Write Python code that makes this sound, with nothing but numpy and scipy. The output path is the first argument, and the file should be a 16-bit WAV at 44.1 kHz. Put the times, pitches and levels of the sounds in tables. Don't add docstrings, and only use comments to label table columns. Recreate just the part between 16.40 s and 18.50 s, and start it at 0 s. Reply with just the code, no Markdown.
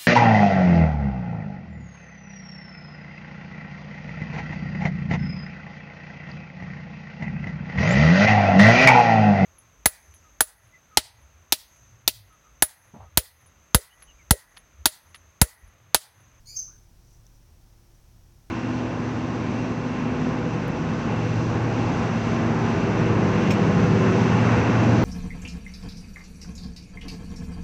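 import sys
import numpy as np
from scipy import signal
from scipy.fft import rfft, irfft
from scipy.io import wavfile

SR = 44100
rng = np.random.default_rng(int(sys.argv[2]) if len(sys.argv) > 2 else 0)


def unload_wav(signal):
    wavfile.write(
        sys.argv[1],
        SR,
        np.round(np.clip(np.atleast_2d(signal).T, -1, 1) * 32767).astype(np.int16),
    )


N = 92610
T = np.arange(N) / SR

# (time [s], pitch [Hz], level [dB])
WHISTLE_GLIDE = [(.151, 6284, -50), (.162, 6400, -40), (.17, 6317, -26.5), (.176, 6427, -29.5),
                 (.181, 6222, -34.5), (.188, 5993, -40), (.193, 6275, -26), (.197, 6020, -26),
                 (.199, 6030, -50)]
# (frequency [Hz], relative density [dB])
BURST_SPECTRUM = [(3900, -40), (4500, -11), (5000, 5), (5500, 9), (5900, 12.5), (6500, 0), (7300, -11.5),
                  (7900, -17), (10200, -12.5), (11500, -18), (15200, -15), (16500, -28)]
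# (frequency [Hz], relative density [dB])
OVERTONE_SPECTRUM = [(8000, -15.5), (9200, -17.5), (10100, -4), (11000, -10.5), (12200, -11), (12900, 8),
                     (13250, 0), (13600, -22), (14500, -15), (15200, -12), (16200, -22)]
# (time [s], pitch [Hz], level before the resonances [dB])
RASP_GLIDE = [(.059, 2162, -50), (.068, 2163, -54.5), (.072, 2210, -43.5), (.1, 2295, -41),
              (.12, 2424, -46.5), (.129, 2430, -47.5), (.142, 2441, -47), (.162, 2497, -48.5),
              (.172, 2583, -52)]
RASP_HARMONICS = [-20, 0, -3, -17, -19.5, -17.5]
# (frequency [Hz], relative density [dB])
EDGE_SPECTRUM = [(3800, -53), (4300, -21), (5000, 11.5), (5500, 0), (6000, 13), (6800, -12), (7400, -21),
                 (7900, -21), (8800, -9), (13000, -12), (15000, -12), (17000, -30)]
# (frequency [Hz], gain [dB])
RASP_RESONANCES = [(1900, -20), (2300, 6), (2550, 2), (2900, -28), (3900, -21.5), (4250, 3), (4600, -4),
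                   (4880, 7), (5150, -5), (5500, -20), (5900, 0.5), (6500, 0), (6900, 4), (7400, -4.5),
                   (7750, -21.5), (8200, -2), (8700, 3), (10000, 1.5), (13000, 0.5), (14700, 3),
                   (16500, -8)]
# (time [s], pitch [Hz], level [dB])
SQUEAK_GLIDE = [(.278, 1219, -58), (.283, 1250, -66.5), (.296, 1292, -61.5), (.31, 1470, -71),
                (.33, 1562, -70), (.37, 1484, -75)]
# (time [s], ring frequency [Hz], peak level [dB])
NIPS = [(0.8662, 5986, -45.5), (0.8747, 5900, -58.5)]
# (time [s], half width [s], level [dB])
RUSTLE_SWELLS = [(.715, 0.057, -67), (.955, 0.016, -66), (1.555, 0.0064, -68.5)]
# (frequency [Hz], relative density [dB])
RUSTLE_SPECTRUM = [(4000, -27), (5300, -12.5), (5800, 2), (6200, -3), (6600, -10), (9000, -19),
                   (16000, -29)]
# (frequency [Hz], level [dB], waver of amplitude and phase [ratio, rad])
HUM_LINES = [(42, -58.5, 0.11), (114.5, -63.5, 0.24), (227, -80.5, 0.65), (345.4, -76.5, 0.81)]
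# (time [s], relative level [dB])
THROB_ENVELOPE = [(0.0, -64), (0.44, -60), (0.48, -74), (0.53, -60), (0.59, -58), (0.68, -67), (0.78, -58),
                  (0.94, -80), (1.13, -52.5), (1.33, -69), (1.41, -58.5), (1.57, -67.5), (1.67, -56.5),
                  (2.1, -67)]
# (frequency [Hz], relative density [dB])
RUMBLE_SPECTRUM = [(8, -9), (20, 4.5), (32, 0.5), (55, -8), (80, -6), (105, -3), (130, -6.5), (160, -7),
                   (190, -12.5), (290, -18), (420, -23.5), (800, -40.5)]
# (frequency [Hz], relative density [dB])
HISS_SPECTRUM = [(100, 0.5), (500, 8), (780, 9.5), (1100, 5.5), (2000, 1.5), (3300, -0.5), (4500, 0),
                 (5300, 3), (5750, 6.5), (6500, 2), (7500, -3.5), (10000, -4.5), (17000, -4.5)]
# (frequency [Hz], time to fall 60 dB [s])
REVERB_TIMES = [(500, 0.49), (2400, 0.26), (4800, 0.33), (6300, 0.326), (13000, 0.18), (17000, 0.36)]


def whistle():
    phase, level = glide(WHISTLE_GLIDE, jitter=0.013, jitter_hz=500)
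    tone = np.sqrt(2) * level * np.sin(phase)
    burst = amp(-38.5) * swell(centre_s=0.1708, width_s=0.0071) * noise(BURST_SPECTRUM)
    overtones = amp(-28.5) * level * noise(OVERTONE_SPECTRUM)
    return room(tone + burst, direct_db=-1.1, wet_db=-3.5) + room(overtones, direct_db=-3.5, wet_db=-0.3)


def rasp():
    phase, level = glide(RASP_GLIDE, jitter=0.0097, jitter_hz=299)
    tone = unit(sum(amp(db) * rough_partial(k * phase, depth=0.91, width_hz=332)
                    for k, db in enumerate(RASP_HARMONICS, start=1)))
    edge = amp(-5.5) * noise(EDGE_SPECTRUM)
    return room(filtered(level * (tone + edge), RASP_RESONANCES), direct_db=-6, wet_db=-6.5)


def squeak():
    phase, level = glide(SQUEAK_GLIDE, jitter=0.03, jitter_hz=400)
    return room(level * rough_partial(phase, depth=1.9, width_hz=198), direct_db=-2, wet_db=-5)


def clicks():
    rise_s, crumble_delay_s, crumble_decay_s = 0.0006, 0.002, 0.0017
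    out = np.zeros(N)
    for start, hz, db in NIPS:
        age = np.maximum(T - start, 0) / rise_s
        envelope = (age * np.exp(1 - age)) ** 2
        snap = amp(-14) * rng.standard_normal(N)
        ring = envelope * (np.sin(2 * np.pi * hz * (T - start)) + snap)
        late = T - start - crumble_delay_s
        crumble = (late > 0) * np.exp(-abs(late) / crumble_decay_s) * wander(rate_hz=15500)
        out += amp(db) * (ring + amp(-11.5) * crumble)
    return out


def rustles():
    level = sum(amp(db) * swell(centre, width) for centre, width, db in RUSTLE_SWELLS)
    grain_db = 2.0
    return level * noise(RUSTLE_SPECTRUM) * unit(amp(grain_db * wander(rate_hz=150)))


def hum():
    out = np.zeros(N)
    for hz, db, waver in HUM_LINES:
        level = 1 + waver * wander(rate_hz=5.5)
        phase = 2 * np.pi * (hz * T + rng.random()) + waver * wander(rate_hz=6.7)
        out += amp(db) * unit(level * np.sin(phase))
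    return out


def throb():
    hz, waver_rad = 77.1, 0.98
    level = amp(np.interp(T, *np.transpose(THROB_ENVELOPE)) - 1)
    return level * np.sqrt(2) * np.sin(2 * np.pi * hz * T + waver_rad * wander(rate_hz=7.2))


def noise_floor():
    return amp(-58.5) * noise(RUMBLE_SPECTRUM) + amp(-66) * noise(HISS_SPECTRUM)


def room(x, direct_db, wet_db):
    build_s = 0.014
    hz, t, bands = signal.stft(rng.standard_normal(SR), SR, nperseg=256)
    decay = amp(-60 * t / value_at(REVERB_TIMES, hz)[:, None])
    tail = signal.istft(bands * decay, SR, nperseg=256)[1]
    tail *= 1 - np.exp(-np.arange(len(tail)) / SR / build_s)
    reflections = signal.fftconvolve(x, tail / np.linalg.norm(tail))[:N]
    return amp(direct_db) * x + amp(wet_db) * reflections


def glide(curve, jitter, jitter_hz):
    times, hz, db = np.transpose(curve)
    pitch = np.interp(T, times, hz) * (1 + jitter * wander(jitter_hz))
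    phase = 2 * np.pi * np.cumsum(pitch) / SR
    gate = np.clip(np.minimum(T - times[0], times[-1] - T) / .002 + 1, 0, 1)
    return phase, gate * amp(np.interp(T, times, db))


def rough_partial(phase, depth, width_hz):
    in_phase = (1 + depth * wander(width_hz)) * np.sin(phase)
    quadrature = depth * wander(width_hz) * np.cos(phase)
    return unit(in_phase + quadrature)


def swell(centre_s, width_s):
    return np.exp(-.5 * ((T - centre_s) / width_s) ** 2)


def wander(rate_hz):
    low_pass = np.exp(-(np.fft.rfftfreq(N, 1 / SR) / rate_hz) ** 2)
    return unit(irfft(rfft(rng.standard_normal(N)) * low_pass, N))


def noise(spectrum):
    return unit(filtered(rng.standard_normal(N), spectrum))


def filtered(x, response):
    return irfft(rfft(x) * amp(value_at(response, np.fft.rfftfreq(N, 1 / SR))), N)


def value_at(table, hz):
    frequencies, values = np.transpose(table)
    return np.interp(np.log(hz + 1), np.log(frequencies + 1), values)


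def amp(db):
    return 10 ** (np.asarray(db) / 20)


def unit(x):
    return x / np.sqrt(np.mean(x ** 2) + 1e-20)


def scene():
    return (rasp() + whistle() + squeak() + rustles() + clicks() + throb() + hum() + noise_floor())[None]


def record(dry):
    cutoff_hz = 17180
    low_pass = signal.firwin(511, cutoff_hz, window=("kaiser", 9), fs=SR)
    return signal.oaconvolve(dry, low_pass[None], "same")


dry = scene()
out = record(dry)
unload_wav(out)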